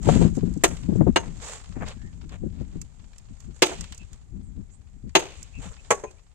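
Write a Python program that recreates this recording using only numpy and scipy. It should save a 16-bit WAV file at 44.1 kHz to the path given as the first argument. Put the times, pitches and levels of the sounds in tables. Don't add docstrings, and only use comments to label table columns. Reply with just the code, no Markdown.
import sys
import numpy as np
from scipy import signal
from scipy.fft import rfft, irfft, next_fast_len
from scipy.io import wavfile
from scipy.ndimage import uniform_filter1d

SR = 44100
rng = np.random.default_rng(int(sys.argv[2]) if len(sys.argv) > 2 else 0)


def wav_out(sig):
    wavfile.write(sys.argv[1], SR, np.round(np.clip(np.atleast_2d(sig).T, -1, 1) * 32767).astype(np.int16))


N = 279717


# Hz, dB per Hz.
AIR_COLOUR = [(180, -31.5), (300, -2), (447, -1), (511, -9.5), (814, -5.5), (978, -13.5), (2440, -14.5),
              (2880, -22.5), (5520, -22), (7320, -9), (10600, -27.5), (12300, -32), (16000, -47.5)]
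AIR_DB = -70

# time in seconds, level in dB.
BREEZE_CURVE = [(0.0, -31.5), (0.12, -51), (0.26, -30), (0.65, -39), (1.16, -40), (1.52, -56),
                (2.61, -39.5), (2.88, -59.5), (5.98, -57.5), (6.34, -71.5)]
BREEZE_TRIM_DB = -2.5
# peak time in seconds, half-length in seconds, level in dB.
GUST_EVENTS = [(0.101, 0.04, -14), (0.218, 0.068, -16.5), (0.464, 0.051, -24), (0.718, 0.041, -33),
               (0.91, 0.085, -30), (1.003, 0.036, -17.5), (1.092, 0.011, -12.5), (1.287, 0.086, -38),
               (1.706, 0.015, -39), (1.81, 0.055, -32.5), (1.97, 0.011, -42), (2.044, 0.015, -36.5),
               (2.234, 0.092, -48.5), (2.447, 0.041, -31), (2.615, 0.023, -33), (2.771, 0.048, -39.5),
               (3.02, 0.059, -55.5), (3.316, 0.012, -39), (3.482, .035, -41.5), (3.797, 0.038, -38.5),
               (3.913, 0.0093, -45), (4.017, 0.013, -43), (4.13, .025, -50.5), (4.372, 0.049, -38.5),
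               (4.496, 0.036, -45), (4.59, 0.028, -36.5), (4.96, 0.026, -52.5), (5.072, 0.014, -36),
               (5.402, 0.022, -48.5), (5.586, 0.018, -35), (5.667, 0.012, -34.5)]
GUST_RISE_RATIO, GUST_FALL_RATIO = 0.85, 1.2
# start in seconds, thump level in dB, flutter level in dB.
EDDY_EVENTS = [(0.069, -4, -22.5), (0.085, -16.5, -10), (0.122, -21, -31), (0.157, -2.5, -22),
               (0.212, -9, -18), (0.249, -5, -30), (0.371, -11.5, -31), (0.429, -11, -40.5),
               (0.563, -15, -59), (0.887, -8.5, -34), (0.919, -12.5, -34), (0.955, -10, -38),
               (1.007, -4, -19), (1.066, -8.5, -16.5), (1.765, -22.5, -46), (2.433, -16, -51),
               (2.46, -22.5, -58.5), (2.608, -17.5, -46), (2.756, -23.5, -65), (4.572, -33.5, -66),
               (5.037, -29, -65.5)]
# Hz, dB per Hz.
BUFFET_COLOUR = [(90, -7), (130, -1.5), (170, 8), (260, -3.5), (380, -15), (600, -35.5), (1200, -46)]
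BUFFET_LOW_HZ, RUMBLE_LOW_HZ = 105, 18
# Hz, dB per Hz.
RUMBLE_COLOUR = [(15, 3), (35, 0.5), (60, 2.5), (110, -5.5)]
THUMP_COLOUR = [(60, -5), (170, 0), (300, -2), (450, -15)]
FLUTTER_COLOUR = [(400, 11.5), (800, -4), (1500, -24.5), (3000, -47)]
RUMBLE_DB, RUMBLE_FOLLOW_RATIO, RUMBLE_BLUR_S = -15, 0.53, 0.071
# Hz, left minus right in dB.
LEE_BALANCE = [(25, 7), (60, 14), (150, 17), (400, 18), (1300, 25)]

# Hz, left minus right in dB.
PORT_BALANCE = [(100, 11), (400, 2), (1200, 4), (2400, 2), (4200, 2.5), (5400, -7), (6500, -16.5),
                (7800, -19), (10000, -13.5), (15000, -6.5)]
# Hz, left lead in radians.
PORT_PHASE_CURVE = [(100, 0.8), (650, -0.61), (1200, -1.24), (2100, -0.96), (2750, -0.96), (3500, -2),
                    (6500, -3.5), (9000, -1)]

# start in seconds, length in seconds, start Hz, end Hz, arch in Hz, level in dB.
BIRD_CALLS = [(1.96, 0.17, 1460, 1690, 258, -58), (3.982, 0.06, 2587, 2620, 62, -54.5),
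              (4.415, 0.1, 8370, 6710, -0.5, -64.5), (4.696, 0.07, 6700, 8200, -2.5, -54),
              (5.524, 0.079, 2480, 2520, 84, -52), (5.771, 0.04, 2420, 2610, 91, -53.5),
              (6.05, 0.054, 2350, 2540, 80, -55.5), (6.168, 0.031, 2350, 2590, 63.5, -63)]

# Hz, dB per Hz.
SCRAPE_COLOUR = [(240, -38), (400, -4), (474, -3), (1040, -6.5), (1150, -7), (1490, -10), (5010, -12.5),
                 (6000, -14.5), (7800, -41.5), (13200, -120)]
HISS_COLOUR = [(2650, -42.5), (4500, -9.5), (5530, -8.5), (7370, 0.5), (10000, -22), (14500, -29),
               (15500, -42.5), (16000, -65)]
# time in seconds, level in dB.
RUSTLE_CURVE = [(0.0, -66.5), (0.37, -59.5), (1.16, -64), (1.39, -57), (2.42, -70), (3.64, -67),
                (3.78, -56.5), (4.26, -74), (5.14, -73.5), (5.28, -65), (5.9, -62), (6.34, -76.5)]
RUSTLE_SCRAPE_TRIM_DB, RUSTLE_HISS_TRIM_DB = 0.5, 1
# peak time in seconds, half-length in seconds,
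# scrape level in dB, hiss level in dB, top edge of the scrape in Hz.
SCUFF_EVENTS = [(0.033, .015, -51.5, -55, 4985), (0.114, .06, -33.5, -37.5, 4670),
                (0.228, .04, -39.5, -45.5, 5000), (0.359, 0.017, -57, -53, 4840),
                (0.96, .02, -60, -60, 4930), (1.084, .018, -55, -73, 4030), (1.437, .022, -41.5, -46, 6500),
                (1.505, .06, -41, -42.5, 5170), (1.77, .02, -47, -94, 2270),
                (1.825, .018, -36.5, -81, 2200), (1.879, .02, -39.5, -53, 5220),
                (1.914, .014, -41.5, -58, 4500), (2.331, .025, -47.5, -63.5, 3560),
                (2.6, 0.052, -61.5, -87, 4970), (2.731, 0.052, -62, -72, 5000),
                (3.425, .035, -73, -66.5, 5000), (3.566, .025, -61, -60, 4930),
                (4.14, .03, -63, -71.5, 5000), (5.386, .03, -65, -59, 5000), (5.649, .04, -46, -50, 4000),
                (5.722, .018, -52.5, -61, 2000), (5.866, .04, -62, -68.5, 5050)]
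SCUFF_RISE_RATIO, SCUFF_FALL_RATIO = 0.92, 1.22
SIZZLE_DB = -14
GRIT_PER_S, GRIT_SPREAD_DB = 410, 3.6
CRUMBS_PER_S, CRUMB_DB, CRUMB_SPREAD_DB, CRUMB_T60_S = 31, 2, 4, 0.05

# start in seconds, clink level in dB, tick level in dB.
CHIP_EVENTS = [(0.029, -53, -43.5), (0.352, -63, -47), (0.366, -62, -50), (0.538, -59, -50),
               (0.575, -76, -50.5), (0.7685, -46, -47.5), (1.8837, -55, -42), (2.293, -52.5, -57.5),
               (2.8148, -53, -37.5), (3.132, -57.5, -61), (3.1822, -62.5, -46), (3.403, -60, -48.5),
               (3.8088, -43, -34.5), (3.841, -44.5, -47), (3.923, -41.5, -42), (3.946, -71, -46.5),
               (3.978, -63, -43.5), (4.131, -58, -48), (5.093, -59.5, -60.5), (5.4283, -75, -39.5),
               (6.11, -60.5, -54.5)]

# start in seconds, thud, knock, clack, crack and spit levels
# in dB, length in seconds, first snap in dB, echo in dB, pitch ratio, left minus right in dB,
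# ring of the block in dB, ring of the head in dB.
BLOW_EVENTS = [(0.6368, -17.5, -18.5, -20.5, -16.5, -24.5, 0.017, 8, -28.5, 1.015, 2.5, 1, -9),
               (1.1594, -18.5, -19, -24, -29.5, -44.5, 0.016, -3.5, -28, 1.025, -0.5, 13.5, 3.5),
               (3.6203, -16, -18.5, -13, -21.5, -30, 0.017, 4.5, -23, 0.98, -2.5, 2.5, 0.5),
               (3.714, -34.5, -42, -61, -49.5, -70, 0.019, -11, -32, 1.01, -5, -8.5, -6.5),
               (5.1515, -15.5, -18.5, -15.5, -24.5, -31, 0.018, 1, -22, 1.005, 1, 10, 9.5),
               (5.9052, -17.5, -19.5, -29.5, -22, -39.5, 0.019, 5, -29.5, 1.25, 0, 0.5, -3.5),
               (6.036, -32.5, -44, -56, -51, -73, 0.014, -23.5, -27, 1.15, 1, 2, 9.5)]
REGISTER_EDGES_HZ = [130, 950, 2200, 5400, 10000, 17000]
# Hz, dB per Hz.
CLACK_COLOUR = [(130, -5.5), (240, -8.5), (340, 3), (820, -4.5), (1150, -8), (1800, -10), (2700, -9.5),
                (3300, -12), (5200, -18), (6600, -10), (7800, -11), (9500, -24), (11500, -30),
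                (15500, -32.5)]
# rise in seconds, ratio to the blow length, snap gain.
REGISTER_RISE_S = [0.0055, 0.00069, 0.0024, 0.001, 0.00031]
REGISTER_STRETCH_RATIO = [1.1, 0.93, 0.93, 0.88, 0.84]
REGISTER_SNAP_GAIN = [0.11, 1.5, 1.3, 1.9, 2.2]
# scatter in dB against the echo level, its decay in seconds, likeness of the ports.
SCATTER_DB = [0.82, -4.5, -6.5, -0.79, -6.5]
SCATTER_T60_S = [0.47, 0.5959, 0.84, 0.71, 0.46]
REGISTER_LIKENESS = [0.39, 0.48, 0.41, 0.86, -1.7]
BLOCK_MODES_HZ = [322, 375, 495, 675, 790, 890, 1355, 2190, 2555, 2785, 3515, 4050]
# level in dB against its register, T60 in seconds.
BLOCK_RING = [(-7, 0.17), (2, 0.12), (2.5, 0.075), (1, .09), (-1.5, 0.058), (-3.5, 0.14), (-8.5, 0.12),
              (-9, 0.055), (-9, 0.044), (-4.5, 0.073), (-10.5, 0.042), (-10, 0.06)]
# delay in seconds, level in dB, spread in seconds,
# loss in dB per register upwards.
ECHO_PATHS = [(0.047, -1.5, 0.008, -2.5), (0.075, -0.5, 0.0045, 2), (0.099, -7.5, 0.024, 0.5)]
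HEAD_MODES_HZ = [6385, 6512]
HEAD_DB, HEAD_T60_S = [-9.5, -1.5], 0.12

CUTOFF_HZ = 15500


def from_db(db):
    return 10 ** (np.asarray(db) / 20)


def rms_one(x):
    return x / np.sqrt(np.mean(x ** 2) + 1e-20)


def in_time(rows):
    s, *columns = np.transpose(rows)
    return [np.interp(np.arange(N) / SR, s, column) for column in columns]


def at_hz(points, hz):
    points = np.array(points)
    return np.interp(np.log(np.maximum(hz, 1)), np.log(points[:, 0]), points[:, 1])


def pan(db):
    db = np.atleast_1d(db)
    gains = from_db(np.array([db, -db]) / 2)
    return gains / np.sqrt(np.mean(gains ** 2, axis=0))


def noise(colour, low_hz, high_hz, size, likeness, balance):
    length = next_fast_len(size)
    hz = np.arange(length // 2 + 1) * SR / length + 1e-3
    edges = 1 / np.sqrt((1 + (low_hz / hz) ** 12) * (1 + (hz / high_hz) ** 12))
    mid, side = rfft(rng.standard_normal((2, length)))
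    likeness = np.clip(likeness, -1, 1)
    pair = np.sqrt(1 + likeness) * mid + np.sqrt(1 - likeness) * side * [[1], [-1]]
    shaped = pair * edges * from_db(at_hz(colour, hz)) * pan(at_hz(balance, hz))
    return rms_one(irfft(shaped, length)[:, :size])


def evened(x, span_s):
    power = uniform_filter1d(np.mean(x ** 2, axis=0), max(int(span_s * SR), 2))
    return x / np.sqrt(np.maximum(power, 0) + 1e-4)


def flicker(per_s, depth_db):
    knots = np.arange(N) / SR * per_s
    wander = np.interp(knots, np.arange(N // 10), rng.standard_normal(N // 10))
    return from_db(depth_db * wander)


def dying(t, t60_s):
    return np.exp(-np.log(1000) * t / t60_s)


def surge(peak_s, rise_s, fall_s):
    t = np.arange(N) / SR - peak_s
    return np.exp(-np.minimum((t / np.where(t < 0, rise_s, fall_s)) ** 2, 30))


def add(out, start_s, sound):
    at = int(round(start_s * SR))
    out[:, at:at + sound.shape[-1]] += sound[:, :N - at]


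def still_air():
    return from_db(AIR_DB) * noise(AIR_COLOUR, 250, 16000, N, 0.1, PORT_BALANCE)


def wind():
    breeze_db, = in_time(BREEZE_CURVE)
    power = from_db(breeze_db + BREEZE_TRIM_DB) ** 2
    for peak_s, half_s, level_db in GUST_EVENTS:
        gust = from_db(level_db) * surge(peak_s, GUST_RISE_RATIO * half_s, GUST_FALL_RATIO * half_s)
        power = power + gust ** 2
    slow_db = 10 * np.log10(uniform_filter1d(power, int(RUMBLE_BLUR_S * SR)))
    rumble_db = RUMBLE_DB + RUMBLE_FOLLOW_RATIO * slow_db
    buffet = evened(noise(BUFFET_COLOUR, BUFFET_LOW_HZ, 1800, N, 0.15, LEE_BALANCE), 0.012)
    rumble = evened(noise(RUMBLE_COLOUR, RUMBLE_LOW_HZ, 130, N, 0.077, LEE_BALANCE), 0.11)
    lumps = np.minimum(flicker(60, 3.3), 1.25)
    out = np.sqrt(power) * buffet * lumps + from_db(rumble_db) * rumble

    t = np.arange(SR // 10) / SR
    swell = (t / 0.0063 * np.exp(1 - t / 0.0055)) ** 1.1
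    for start_s, thump_db, flutter_db in EDDY_EVENTS:
        thump = evened(noise(THUMP_COLOUR, 48, 450, len(t), 0.1, LEE_BALANCE), 0.01)
        flutter = evened(noise(FLUTTER_COLOUR, 380, 3000, len(t), 0.1, LEE_BALANCE), 0.017)
        eddy = from_db(thump_db - 5.5) * thump + from_db(flutter_db) * flutter
        add(out, start_s, eddy * swell)
    return out


def birds():
    out = np.zeros((2, N))
    t = np.arange(SR // 10) / SR
    for start_s, length_s, start_hz, end_hz, arch_hz, level_db in BIRD_CALLS:
        u = np.linspace(0, 1, int(length_s * SR))
        glide_hz = start_hz + (end_hz - start_hz) * u + arch_hz * np.sin(np.pi * u)
        hz = glide_hz * flicker(1600, 0.555)[:len(u)]
        call = np.sin(np.pi * u) * np.sin(2 * np.pi * np.cumsum(hz) / SR)
        paths = rms_one(rng.standard_normal((2, len(t))) * dying(t, 0.054)) / np.sqrt(len(t))
        blurred = signal.fftconvolve(call[None], paths, axes=1)
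        add(out, start_s, from_db(level_db + 2.5) * pan(at_hz(PORT_BALANCE, start_hz)) * blurred)
    return out


def crumbs():
    rustle_db, = in_time(RUSTLE_CURVE)
    hits = rng.random(N) < CRUMBS_PER_S / SR
    size_db = CRUMB_SPREAD_DB * np.minimum(rng.exponential(1, N), 2.5)
    snaps = hits * from_db(rustle_db + CRUMB_DB + size_db)
    envelope = signal.lfilter([1], [1, -dying(1 / SR, CRUMB_T60_S)], snaps + 1e-12)
    return envelope * noise(SCRAPE_COLOUR, 700, 6000, N, 0.33, PORT_BALANCE)


def grit(per_s, spread_db):
    hits = rng.random(N) < per_s / SR
    snaps = hits * from_db(spread_db * np.minimum(rng.exponential(1, N), 3.5))
    power = signal.lfilter([1], [1, -np.exp(-1 / (0.0021 * SR))], snaps ** 2 + 1e-9)
    return rms_one(np.sqrt(power + 0.9 * power.mean()))


def scuffs():
    rustle_db, = in_time(RUSTLE_CURVE)
    hiss = noise(HISS_COLOUR, 5800, 9500, N, 0.1, PORT_BALANCE)
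    scrape = noise(SCRAPE_COLOUR, 320, 5600, N, 0.11, PORT_BALANCE)
    out = from_db(rustle_db + RUSTLE_SCRAPE_TRIM_DB) * scrape + from_db(rustle_db + RUSTLE_HISS_TRIM_DB) * hiss
    brisk = hiss + from_db(SIZZLE_DB) * noise(HISS_COLOUR, 8700, 16000, N, 0.1, PORT_BALANCE)
    for peak_s, half_s, scrape_db, hiss_db, top_hz in SCUFF_EVENTS:
        stroke = surge(peak_s, SCUFF_RISE_RATIO * half_s, SCUFF_FALL_RATIO * half_s)
        out += from_db(hiss_db) * stroke * brisk
        start_s = max(peak_s - 0.25, 0)
        stroke = stroke[int(start_s * SR):][:SR // 2]
        scrape = noise(SCRAPE_COLOUR, 240, top_hz, len(stroke), 0.46, PORT_BALANCE)
        add(out, start_s, from_db(scrape_db) * stroke * scrape)
    return out * grit(GRIT_PER_S, GRIT_SPREAD_DB)


def chips():
    out = np.zeros((2, N))
    t = np.arange(SR // 8) / SR
    for start_s, clink_db, tick_db in CHIP_EVENTS:
        pitches_hz = rng.uniform(1800, 5500, (4, 1))
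        tones = np.sin(2 * np.pi * pitches_hz * t).sum(axis=0)
        body = noise(SCRAPE_COLOUR, 1030, 5500, len(t), 0.076, PORT_BALANCE) + 0.5 * tones
        clink = from_db(clink_db + 3.5) * body * dying(t, 0.046)
        bright = noise(HISS_COLOUR, 4900, 16000, len(t), 0.084, PORT_BALANCE)
        tick = from_db(tick_db + 8) * bright * (dying(t, 0.022) + 0.027 * dying(t, 0.26))
        add(out, start_s, (clink + tick) * (1 - np.exp(-t / 0.00054)))
    return out


def partial(hz, t):
    phase = 2 * np.pi * (hz * t + rng.random() + rng.normal(0, 0.24, (2, 1)))
    return pan(at_hz(PORT_BALANCE, hz)) * np.sin(phase) * (1 - np.exp(-t / 0.0014))


def impact(register_db, length_s, snap_db, echo_db, pitch_ratio, clumps, t):
    out = np.zeros((2, len(t)))
    for k, level_db in enumerate(register_db):
        clack = np.exp(-(t / (length_s * REGISTER_STRETCH_RATIO[k])) ** 1.5)
        clack += REGISTER_SNAP_GAIN[k] * from_db(snap_db) * dying(t, 0.0011)
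        slaps = 0
        for delay_s, slap_db, spread_s, loss_db in ECHO_PATHS:
            slaps = slaps + from_db(slap_db - k * loss_db) * np.exp(-0.5 * ((t - delay_s) / spread_s) ** 2)
        scatter = from_db(echo_db + SCATTER_DB[k]) * np.hypot(dying(t, SCATTER_T60_S[k]), slaps) * clumps
        colour = np.array(CLACK_COLOUR) * [pitch_ratio if k == 0 else 1, 1]
        low_hz, high_hz = REGISTER_EDGES_HZ[k], REGISTER_EDGES_HZ[k + 1]
        grain = evened(noise(colour, low_hz, high_hz, len(t), REGISTER_LIKENESS[k], PORT_BALANCE), 0.025)
        rise = 1 - np.exp(-t / REGISTER_RISE_S[k])
        out += from_db(level_db + 3.5) * grain * np.hypot(clack, scatter) * rise
    return out


def block_ring(register_db, pitch_ratio, ring_db, t):
    out = np.zeros((2, len(t)))
    for hz, (mode_db, t60_s) in zip(BLOCK_MODES_HZ, BLOCK_RING):
        register = np.searchsorted(REGISTER_EDGES_HZ[1:-1], hz)
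        level_db = register_db[register] + mode_db + rng.normal(0, 1)
        level_db += ring_db * (hz > REGISTER_EDGES_HZ[2])
        out += from_db(level_db + 0.5) * partial(hz * pitch_ratio, t) * dying(t, t60_s)
    return out


def head_ring(crack_db, echo_db, steel_db, clumps, t):
    out = np.zeros((2, len(t)))
    fading = dying(t, HEAD_T60_S) + from_db(echo_db + 1) * dying(t, 0.41) * clumps
    for hz, head_db in zip(HEAD_MODES_HZ, HEAD_DB):
        out += from_db(crack_db + head_db + steel_db) * partial(hz, t) * fading
    return out


def hammer():
    out = np.zeros((2, N))
    t = np.arange(SR // 2) / SR
    for start_s, *register_db, length_s, snap_db, echo_db, pitch_ratio, side_db, ring_db, steel_db in BLOW_EVENTS:
        clumps = flicker(240, 2)[:len(t)]
        blow = impact(register_db, length_s, snap_db, echo_db, pitch_ratio, clumps, t)
        blow += block_ring(register_db, pitch_ratio, ring_db, t)
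        blow += head_ring(register_db[3], echo_db, steel_db, clumps, t)
        add(out, start_s, pan(side_db) * blow)
    return out


def scene():
    left, right = hammer() + chips() + scuffs() + crumbs()
    length = next_fast_len(N + SR // 10)
    phase = at_hz(PORT_PHASE_CURVE, np.arange(length // 2 + 1) * SR / length)
    left = irfft(rfft(left, length) * np.exp(1j * phase), length)[:N]
    return np.array([left, right]) + wind() + birds() + still_air()


def record(dry):
    rounded = dry / (1 + np.abs(dry) ** 4) ** 0.25
    low_pass = signal.ellip(10, 0.1, 80, CUTOFF_HZ, fs=SR, output="sos")
    return signal.sosfilt(low_pass, rounded)


dry = scene()
out = record(dry)
wav_out(out)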